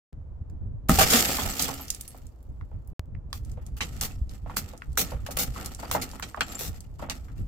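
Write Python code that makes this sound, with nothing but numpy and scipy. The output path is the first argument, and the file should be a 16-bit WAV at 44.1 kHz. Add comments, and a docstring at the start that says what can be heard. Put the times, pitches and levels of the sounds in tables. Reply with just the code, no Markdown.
"""A car's toughened side window bursts under a screwdriver, outdoors in a humming scrapyard.
The pane's stored stress is released in one crack that sets the door's modes ringing, and crumbs of
glass pour down the door. The blade then pokes out more of the crazed pane: it clacks and snaps,
patches crunch loose, and chunks drop into the car. A light wind rumbles on the microphone.
The sound drops out once, briefly, and returns with a pop."""
import sys
import numpy as np
from scipy import signal
from scipy.fft import rfft, irfft
from scipy.io import wavfile
from scipy.ndimage import uniform_filter1d

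SR = 44100
rng = np.random.default_rng(int(sys.argv[2]) if len(sys.argv) > 2 else 0)


def persist_wave(psi):
    """Save psi, clipped to +-1, as 16-bit WAV."""
    counts = np.round(np.clip(psi, -1, 1) * 32767).astype(np.int16)
    wavfile.write(sys.argv[1], SR, np.atleast_2d(counts).T)


N = 329427
T = np.arange(N) / SR
BURST_S = 0.8947
FLOW_RISE_S = 0.0092  # a shower of crumbs builds up this fast

# the blade pokes the pane: (time [s], clack level [dB], clack pitch [Hz], snap level [dB], snap pitch [Hz])
POKES = [(0.4986, -62, 1500, -52.5, 6210), (2.611, -38, 1250, -63, 4020), (3.15, -38.5, 1360, -63, 4000),
         (3.329, -28, 1042, -22, 4430), (3.806, -18, 1820, -35, 4000), (4.011, -25.5, 1406, -14.5, 6360),
         (4.568, -16.5, 1362, -18, 11570), (4.82, -23, 1420, -48, 3980), (4.9745, -12.5, 1320, -14, 7080),
         (5.264, -25.5, 1290, -39, 5940), (5.371, -18.5, 2642, -14, 11600), (5.913, -19, 1030, -14.5, 6100),
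         (6.197, -29, 1306, -33, 13400), (6.345, -22, 1000, -47, 3984), (6.408, -11, 1580, -17, 4575),
         (7.098, -27, 1390, -18, 3830)]
# patches tear loose: (time [s], duration [s], crackle level [dB], grinding level [dB], upper cutoff [Hz])
CRUNCHES = [(0.883, 0.069, -30.5, -31, 16000), (0.947, 0.015, -24, -35, 16000),
            (0.984, 0.016, -12, -13.5, 13200), (1.005, 0.033, -16, -15, 13400),
            (1.097, 0.11, -17, -28.5, 11800), (1.128, 0.03, -27, -18.5, 14000),
            (1.59, 0.0085, -21.5, -25.5, 14900), (1.609, 0.043, -25.5, -61, 14100),
            (3.329, 0.046, -45, -50, 15000), (3.763, .023, -44, -48, 14100),
            (3.804, 0.029, -22.5, -25.5, 5200), (4.011, 0.047, -27, -34.5, 14800),
            (4.561, .027, -24, -38, 14600), (4.97, 0.051, -20, -30.5, 15960),
            (5.26, .012, -36, -35.5, 11900), (5.305, 0.018, -35.5, -43, 14600),
            (5.365, 0.014, -29.5, -27.5, 16000), (5.383, 0.054, -23.5, -32.5, 16000),
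            (5.651, 0.011, -34.5, -56, 15000), (5.91, 0.05, -30, -35, 16000),
            (6.012, 0.023, -26.5, -35, 11200), (6.221, 0.014, -26, -26, 6000),
            (6.406, 0.013, -29, -15.5, 5800), (6.587, 0.098, -33, -41, 14900),
            (7.097, .023, -31, -31.5, 8100)]
# chunks land on the trim: (time [s], level [dB], pitch [Hz])
CHUNKS = [(1.292, -22.5, 560), (1.385, -20.5, 901), (1.455, -24, 676), (1.686, -22, 650), (1.795, -34, 790),
          (2.145, -39.5, 639), (2.715, -43, 576), (3.573, -37.5, 584), (4.46, -33.5, 676),
          (4.497, -28.5, 900), (4.734, -36, 593.4), (5.119, -26.5, 560), (5.287, -26, 537),
          (5.561, -26.5, 1050), (5.601, -36, 1170), (5.79, -34, 830), (5.83, -25, 759), (5.949, -13.5, 757),
          (6.134, -33.5, 750), (6.373, -27, 660), (6.61, -32, 418), (6.995, -31.5, 807),
          (7.024, -24.5, 670), (7.087, -31.5, 660), (7.283, -42, 1210)]
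# spectrum of tinkling glass: (frequency [Hz], level [dB])
TINKLE_SPECTRUM = [(1060, -30.5), (1800, -1), (2010, -4.5), (2740, -2.5), (3950, -5.5), (4330, -2.5),
                   (6710, -4.5), (7290, 0.5), (10500, -15), (11500, -1), (13600, -8.5), (14900, -2.5),
                   (16000, -15.5)]


def from_db(db):
    """Decibels to amplitude ratio."""
    return 10 ** (np.asarray(db) / 20)


def rms_one(x):
    """Normalise to rms 1."""
    return x / np.sqrt(np.mean(x ** 2) + 1e-20)


def envelope(rows):
    """Gain interpolated through (time [s], level [dB]) points, silent outside their span."""
    return from_db(np.interp(T, *np.transpose(rows), left=-120, right=-120))


def add(out, s, sound):
    """Superpose a sound at time s."""
    at = int(round(s * SR))
    out[:, at:at + sound.shape[-1]] += sound[..., :N - at]


def swell(s, hold_s, rise_s, fall_s):
    """An envelope that rises at time s, holds and decays exponentially."""
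    out, t = np.zeros((1, N)), T[:SR]
    add(out, s, (1 - np.exp(-t / rise_s)) * np.exp(-np.maximum(t - hold_s, 0) / fall_s))
    return out[0]


def cut(x, hz, kind):
    """Two-pole Butterworth low-pass or high-pass."""
    return signal.sosfilt(signal.butter(2, np.clip(hz, 20, .45 * SR), kind, fs=SR, output="sos"), x)


def coloured(x, spectrum, size=4096):
    """Minimum-phase filter with the given spectrum; white noise keeps its power."""
    hz, db = np.transpose(spectrum)
    log_f = np.log(np.maximum(np.fft.rfftfreq(size, 1 / SR), 1))
    beyond = np.maximum(np.log(hz[0]) - log_f, 0) + np.maximum(log_f - np.log(hz[-1]), 0)
    magnitude = from_db(np.interp(log_f, np.log(hz), db) - 20 * beyond)
    cepstrum = irfft(np.log(magnitude))
    cepstrum[1:size // 2] *= 2  # folding the cepstrum makes the filter causal
    cepstrum[size // 2 + 1:] = 0
    response = irfft(np.exp(rfft(cepstrum)))
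    return signal.fftconvolve(x, response[None] / np.linalg.norm(response), axes=1)[:, :x.shape[1]]


def resonance(x, hz, width_hz):
    """Two-pole resonator with unit peak gain."""
    r = np.exp(-np.pi * width_hz / SR)
    gain = (1 - r * r) / 2
    return signal.lfilter([gain, 0, -gain], [1, -2 * r * np.cos(2 * np.pi * hz / SR), r * r], x + 1e-18)


def ring(hz, t60):
    """Free vibration of one damped mode."""
    t = T[:SR // 2]
    return np.sin(2 * np.pi * hz * t) * from_db(-60 * t / t60)


def stereo_noise(count, apart):
    """Partly coherent white noise; apart is the ratio of side to mid."""
    mid, side = rng.standard_normal((2, count))
    return mid + apart * side * [[1], [-1]]


def air(spectrum, apart):
    """Stationary coloured noise of rms 1."""
    return rms_one(coloured(stereo_noise(N, apart), spectrum))


def lurches(spread_db, size):
    """Log-normal amplitude modulation, smoothed over size samples."""
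    drift = uniform_filter1d(uniform_filter1d(rng.standard_normal(N), size), size)
    return from_db(spread_db * rms_one(drift))


def evened(x, size=1500):
    """Hold the running rms near 1; the fine grain stays."""
    power = np.maximum(uniform_filter1d(np.mean(x ** 2, axis=0), size), 0)
    return x / np.sqrt(power + 1e-3 * np.mean(x ** 2))


def contacts(per_s, spread_db, lag_s=.0003):
    """A Poisson stream of uneven impulses, each placed by level and delay between the channels."""
    at = np.flatnonzero(rng.random(N) < per_s / SR)
    size = from_db(spread_db * np.minimum(rng.exponential(1, len(at)), 4)) * rng.choice([-1, 1], len(at))
    pan_db = rng.normal(0, 2, len(at))
    lag = (rng.normal(0, lag_s, len(at)) * SR).astype(int)
    out = np.zeros((2, N))
    out[0, at] = size * from_db(pan_db)
    out[1, np.clip(at + lag, 0, N - 1)] = size * from_db(-pan_db)
    return out


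def door_echo(x, share):
    """Comb filtering: a reflection off the door skin interferes with the direct sound."""
    lags = (rng.uniform(.0003, .0016, 2) * SR).astype(int)
    echo = np.array([np.pad(side, (lag, 0))[:len(side)] for side, lag in zip(x, lags)])
    return (x + share * echo) / np.hypot(1, share)


def blow(hz, t60, breadth, apart):
    """An impact excites a crowd of damped modes around one pitch; peak 1."""
    t = T[:SR // 5]
    modes = stereo_noise(len(t), apart) * from_db(-60 * t / t60)
    modes = resonance(resonance(modes, hz, breadth * hz), hz, 2 * breadth * hz)
    return modes / np.abs(modes).max()


def fracture(hz, decay_s, breadth, low_hz):
    """Brittle fracture: a sharp onset and a short shiver of the surrounding glass; peak +2 dB."""
    t = T[:SR // 12]
    decay = np.exp(-t / decay_s) + from_db(-27) * np.exp(-t / .005)
    shiver = resonance(rng.standard_normal((2, len(t))) * decay, hz, breadth * hz)
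    snap = door_echo(cut(shiver, low_hz, "high"), share=.17)
    return from_db(2) * snap / np.abs(snap).max(axis=1, keepdims=True)


def wind():
    """Turbulent pressure buffets the microphone; the door heaves at the burst and adds its own puff."""
    # strength of the breeze: (time [s], level [dB])
    strength = [(0.13, -42), (0.6, -36.5), (1.5, -40), (2.1, -46.5), (2.6, -41.5), (3.9, -37),
                (4.75, -43.5), (5.6, -39), (6.3, -46), (7.47, -39)]
    # the strongest gusts: (time [s], level [dB])
    gusts = [(0.64, -32.5), (1.44, -32), (2.48, -36.5), (2.72, -35), (3.11, -36.5), (3.49, -33), (3.7, -34),
             (4.13, -34), (4.42, -32.5), (4.87, -31), (5.12, -29.5), (5.46, -29.5), (6.66, -31.5),
             (7.38, -28)]
    # spectrum of the turbulence: (frequency [Hz], level [dB])
    spectrum = [(15, -1.5), (30, -6), (50, 4), (80, 0.5), (110, -5), (160, -15), (250, -23.5), (400, -35),
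                (800, -49)]
    breeze = envelope(strength) * lurches(3, size=int(.027 * SR))
    puffs = sum(from_db(db) * swell(s, hold_s=.045, rise_s=.0089, fall_s=.039) for s, db in gusts)
    heave = from_db(-24.5) * swell(BURST_S, hold_s=.11, rise_s=.005, fall_s=.034)
    return np.hypot(breeze, puffs + heave) * evened(air(spectrum, apart=.38), size=3000)


def yard():
    """Ambient noise: the far, steady hum of the yard."""
    # spectrum of the hum: (frequency [Hz], level [dB])
    spectrum = [(100, -3), (300, 1), (600, -3), (1200, -13.5), (2200, -29), (4000, -37), (7500, -37.5),
                (10000, -48), (16000, -45)]
    return from_db(-61) * air(spectrum, apart=.84)


def blade_pokes():
    """Each poke is a heavily damped impact, a dry clack, with a brittle snap in the pane."""
    out = np.zeros((2, N))
    for s, clack_db, clack_hz, snap_db, snap_hz in POKES:
        clack = cut(blow(clack_hz, t60=.01, breadth=.67, apart=.71), 1963, "low")
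        add(out, s, from_db(clack_db + 3) * clack)
        add(out, s, from_db(snap_db) * fracture(snap_hz, decay_s=.0021, breadth=.7, low_hz=900))
    return out


def door_thuds(rise_s=.008, fall_s=.035):
    """Forced response: the hollow door answers each crunch and fallen chunk with a dull thud."""
    # spectrum of a thud: (frequency [Hz], level [dB])
    spectrum = [(50, -8.5), (85, -1), (130, 0), (200, -2), (280, -4), (420, -17)]
    shoves = [from_db(db - 17.5) * swell(s, length, rise_s, fall_s) for s, length, db, _, _ in CRUNCHES]
    falls = [from_db(db - 17) * swell(s, 0, rise_s, fall_s) for s, db, _ in CHUNKS]
    return sum(shoves + falls) * evened(air(spectrum, apart=.3))


def crunches(rise_s=.002, release_s=.0064, fade_db=6, centre_hz=2616):
    """Crack propagation and friction: a patch's cubes crackle and grind until it is free."""
    # spectrum of the cracking: (frequency [Hz], level [dB])
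    crackle_spectrum = [(1060, -34.5), (1800, -14.5), (2010, -9.5), (2790, -10.5), (4020, -4), (4410, -4),
                        (5060, -3.5), (7290, -2), (10100, -8), (14900, 2.5), (16000, -15.5)]
    # spectrum of cubes rubbing: (frequency [Hz], level [dB])
    grind_spectrum = [(180, -40.5), (300, -12), (394, -0.5), (620, -6), (870, -7.5), (986, -15.5),
                      (1160, -5), (1680, -13.5), (2890, -10.5), (3510, -19.5), (4500, -17.5), (5850, -43),
                      (9900, -120)]
    cracks = evened(contacts(per_s=9000, spread_db=5), size=700)
    crackle = coloured(cracks, crackle_spectrum) * lurches(1, size=130)
    grind = evened(coloured(contacts(per_s=3000, spread_db=4, lag_s=.0004), grind_spectrum), size=700)
    out, t = np.zeros((2, N)), T[:SR // 4]
    for s, length, crackle_db, grind_db, high_hz in CRUNCHES:
        now = np.minimum(int(s * SR) + np.arange(len(t)), N - 1)
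        force = (1 - np.exp(-t / rise_s)) * from_db(-fade_db * np.minimum(t / length, 1))
        force *= np.exp(-np.maximum(t - length, 0) / release_s)
        patch = force * (from_db(crackle_db) * crackle[:, now] + from_db(grind_db) * grind[:, now])
        # a clean break is broad, a blunt shove narrows the band from both ends
        low_hz = centre_hz ** 2 / high_hz
        patch = cut(cut(patch, low_hz, "high"), high_hz, "low")
        add(out, s + rise_s, door_echo(patch, share=.55))
    return out


def burst(crack_s=.00017, shiver_s=.002):
    """Stress release: the pane lets go in one pressure spike that kicks the door."""
    out, t = np.zeros((2, N)), T[:SR // 20]
    spike = (1 - t / crack_s) * np.exp(-t / crack_s)
    shiver = from_db(-9) * cut(stereo_noise(len(t), apart=.96) * np.exp(-t / shiver_s), 6000, "high")
    add(out, BURST_S, from_db(-2.5) * (spike + shiver))
    add(out, BURST_S, from_db(-16.5) * door_response())
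    return out


def door_response():
    """Modal superposition: the door's impulse response is the sum of its damped modes."""
    # modes of the panel and its cavity: (frequency [Hz], level [dB], t60 [s])
    modes = [(78, -6.5, 0.41), (113, -10, 0.11), (165, -3, .16), (207.6, 1, 0.15), (235.6, -1, 0.17),
             (267.5, -3, 0.16), (291, -10, 0.16), (454.4, -11.5, 0.24), (642.6, -4.5, 0.12),
             (720, -15.5, 0.045), (784, -7, 0.12), (1040, -5.5, 0.011), (1275, 10.5, 0.017),
             (1790, 2, 0.0099)]
    return sum(from_db(db) * ring(hz, t60) for hz, db, t60 in modes)


def crazing(per_s=10, shiver_s=.00069):
    """Acoustic emission: the cracked pane ticks faintly as it settles."""
    t = T[:SR // 50]
    shiver = rng.standard_normal((2, len(t))) * np.exp(-t / shiver_s)
    shiver /= np.abs(shiver).max()
    ticks = signal.fftconvolve(contacts(per_s, spread_db=2.5), shiver, axes=1)[:, :N]
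    return from_db(-61) * (T > BURST_S) * coloured(ticks, TINKLE_SPECTRUM)


def booms(rise_cycles=.38):
    """A soft impact excites one damped mode; the lower the note, the slower it swells."""
    # soft, heavy bumps: (time [s], level [dB], frequency [Hz], t60 [s])
    bumps = [(0.903, -14, 220, 0.12), (0.900, -24, 168, 0.17), (0.986, -12.5, 770, 0.083),
             (1.010, -13.5, 634, 0.12), (1.14, -16, 232, 0.21), (1.291, -27, 278.2, 0.088),
             (4.215, -9, 64.7, 0.088), (5.948, -18.5, 611, 0.061)]
    out = np.zeros((2, N))
    for s, db, hz, t60 in bumps:
        onset = 1 - np.exp(-T[:SR // 2] * hz / rise_cycles)
        add(out, s, from_db(db) * ring(hz, t60) * onset)
    return out


def chinks(t60=.028, count=400):
    """Bigger cubes ring briefly, each at its own natural frequency."""
    out = np.zeros((2, N))
    for k, (wait, pitch, strength, bearing) in enumerate(rng.random((count, 4))):
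        note = from_db(12 * strength) * ring(2600 + 9000 * pitch, t60)[:SR // 20]
        add(out, T[-1] * (k + wait) / count, note * np.array([[bearing], [1 - bearing]]))
    return rms_one(out)


def crumbs(per_s):
    """Shot noise of colliding cubes: a clumpy rush of fine clicks, with bigger ticks and chinks."""
    rush = evened(contacts(per_s, spread_db=-3)) * lurches(3, size=260)
    ticks = door_echo(rms_one(contacts(per_s=70, spread_db=3.5)), share=1)
    return evened(rush + from_db(-2) * ticks + from_db(-11) * chinks(), size=2200)


def flow_inside():
    """Incoherent sources add in power: a trickle, showers after crunches and spills into the car."""
    # loose crumbs trickle while the hole widens: (time [s], level [dB])
    trickle_levels = [(3.3, -78.5), (3.9, -72), (4.4, -75.5), (5.2, -64.5), (5.85, -53.5), (6.25, -61),
                      (6.6, -58.5), (6.9, -75.5), (7.47, -68)]
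    # clumps slide off the edge of the hole: (time [s], duration [s], level [dB])
    slides = [(3.439, .08, -65.5), (3.92, 0.076, -53.5), (4.08, .03, -52.5), (4.288, .07, -58.5),
              (4.471, .08, -61.5), (4.645, .07, -55), (5.05, .07, -50.5), (5.534, 0.14, -47.5),
              (5.8, .05, -51.5), (6.061, .04, -60), (6.467, .1, -46), (6.725, .04, -55.5),
              (6.983, .045, -55.5), (7.129, 0.031, -54), (7.228, .04, -65.5), (7.36, .05, -64)]
    trickle = envelope(trickle_levels) * lurches(3.5, size=int(.015 * SR))
    showers = [from_db(db - 23) * swell(s, length, FLOW_RISE_S, fall_s=.055)
               for s, length, db, _, _ in CRUNCHES]
    spills = [from_db(db) * swell(s, length, FLOW_RISE_S, fall_s=.02) for s, length, db in slides]
    return np.sqrt(sum(part ** 2 for part in [trickle] + showers + spills))


def falling_glass(full_flow_db=-28, drum_exponent=.76):
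    """Granular flow: crumbs tinkle against each other, patter on the trim and drum on the door."""
    # the burst pane pours down the door and drains away: (time [s], level [dB])
    pour = [(0.9, -33), (1.07, -31), (1.15, -26), (1.55, -38), (1.68, -38), (1.76, -47), (2.15, -61),
            (2.35, -79), (2.93, -84)]
    # spectrum of crumbs striking the trim: (frequency [Hz], level [dB])
    patter_spectrum = [(210, -26), (350, 1.5), (567, 1.5), (771, 4.5), (1020, -9.5), (1290, 5.5),
                       (1590, -9.5), (1770, -4.5), (3500, -15.5), (4550, -46), (7700, -120)]
    # weighting of the door's drumming: (frequency [Hz], level [dB])
    drum_spectrum = [(120, -11.5), (230, .5), (400, 4), (600, -1), (1200, -15.5)]
    outside, inside = envelope(pour), flow_inside()
    # every chunk scatters crumbs where it lands
    scatter = sum(from_db(db - 19) * swell(s, 0, FLOW_RISE_S, fall_s=.04) for s, db, _ in CHUNKS)
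    patter_gain = from_db(-7) * outside + from_db(-.5) * inside + scatter
    pane_rattle = from_db(-19) * swell(BURST_S, 0, rise_s=.00098, fall_s=.018)
    drum_gain = from_db(-12) * patter_gain ** drum_exponent + pane_rattle
    # a thin trickle is grainy, a full pour merges into a rush
    flow = np.minimum((outside + inside) / from_db(full_flow_db), 1)
    tinkle = coloured(crumbs(per_s=1500 + 6000 * flow), TINKLE_SPECTRUM)
    # the pane screens the crumbs that fall inside the car
    tinkle = outside * tinkle + inside * cut(tinkle, 13500, "low")
    landings = contacts(per_s=1100, spread_db=3.5, lag_s=.00025)
    patter = evened(coloured(landings, patter_spectrum))
    drum = signal.fftconvolve(landings, door_response()[None], axes=1)[:, :N]
    drum = evened(coloured(drum, drum_spectrum))
    return from_db(1.5) * tinkle + patter_gain * patter + drum_gain * drum


def chunks(rebound_s=.013, loss_db=9):
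    """Inelastic collision: a chunk clunks on the trim and rebounds twice, weaker each time."""
    out = np.zeros((2, N))
    for s, db, hz in CHUNKS:
        for touch, unevenness in enumerate(rng.uniform(.75, 1.25, 3)):
            clunk = blow(hz, t60=.055, breadth=.51, apart=.7)
            add(out, s + touch * unevenness * rebound_s, from_db(db - touch * loss_db) * clunk)
    return out


def slivers():
    """Free vibration: a long, bouncing splinter rings on one clear note."""
    # splinters bounce free: (time [s], frequency [Hz], level [dB], t60 [s])
    bounces = [(1.504, 7700, -33, 0.14), (1.810, 12250, -35.5, 0.11), (2.079, 11100, -39.5, 0.093),
               (2.078, 8400, -46, 0.19), (6.432, 7370, -39, 0.12), (6.497, 7360, -40, 0.2),
               (6.553, 7330, -27, 0.056)]
    out = np.zeros((2, N))
    for s, hz, db, t60 in bounces:
        add(out, s, from_db(db) * ring(hz, t60))
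    return out


def shards():
    """Impact fracture: the largest shards snap brightly as they hit something hard."""
    # shards land: (time [s], level [dB], pitch [Hz])
    landings = [(1.595, -16, 5100), (1.6234, -13.5, 7040), (1.7418, -28, 10990), (1.8817, -30, 5200),
                (1.903, -12.5, 6400), (1.947, -27.5, 7150), (2.0101, -25, 9000), (2.078, -30.5, 9070),
                (2.1756, -40, 12960), (2.268, -40, 7130), (2.4278, -51, 13300), (2.8744, -43.5, 13300),
                (3.449, -42, 7900), (3.5163, -41, 6750), (3.665, -36, 7620), (4.294, -39, 4440),
                (4.7768, -39.5, 7130), (4.93, -46, 7400), (5.66, -23.5, 7360), (5.7478, -28.5, 6950),
                (5.799, -34, 7050), (6.1134, -34, 5870), (6.8054, -34, 7200)]
    out = np.zeros((2, N))
    for s, db, hz in landings:
        add(out, s, from_db(db) * fracture(hz, decay_s=.0024, breadth=.5, low_hz=2990))
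    return out


def cabin(x, t60=.12, wet_db=-9):
    """Reverberation: dense, short reflections from the car's body and interior."""
    t = T[:SR // 4]
    response = rng.standard_normal((2, len(t))) * from_db(-60 * t / t60) * (t > .002)
    response /= np.linalg.norm(response, axis=1, keepdims=True)
    return x + from_db(wet_db) * signal.fftconvolve(x, response, axes=1)[:, :N]


def scene():
    """Superposition: glass and door close by, placed by level panning, with wind and yard behind."""
    # direction of the breaking glass: (time [s], left minus right level [dB])
    bearing = [(0.9, -1), (1.9, -2.5), (3.3, -1), (4.95, -2), (5.3, 0.5), (5.95, -1), (6.3, -0.5),
               (6.6, 0.5), (7.1, 0.5)]
    pan_db = np.interp(T, *np.transpose(bearing))
    outdoors = wind() + yard()
    breaking = blade_pokes() + door_thuds() + crunches() + burst() + crazing() + booms()
    debris = falling_glass() + chunks() + slivers() + shards()
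    return cabin(breaking + debris) * from_db(pan_db * [[.5], [-.5]]) + outdoors * from_db([[-.7], [.7]])


def record(dry, pop_db=-20, ceiling=.8, cutoff_hz=15900):
    """Gating, soft clipping and a low-pass: the sound opens late, drops out once and pops back."""
    # spans of silence: (start [s], end [s])
    silences = [(-1, 0.125), (2.932, 2.9945)]
    gate = np.ones(N)
    for start, end in silences:
        gate[(T > start) & (T < end)] = from_db(-70)
    out = dry * uniform_filter1d(gate, size=60)
    click = np.exp(-T[:SR // 2] / .00014)
    add(out, silences[1][1], from_db(pop_db) * (click - ring(hz=80, t60=.065)))
    out = ceiling * np.tanh(out / ceiling)
    return signal.sosfilt(signal.cheby1(12, .2, cutoff_hz, fs=SR, output="sos"), out)


dry = scene()
out = record(dry)
persist_wave(out)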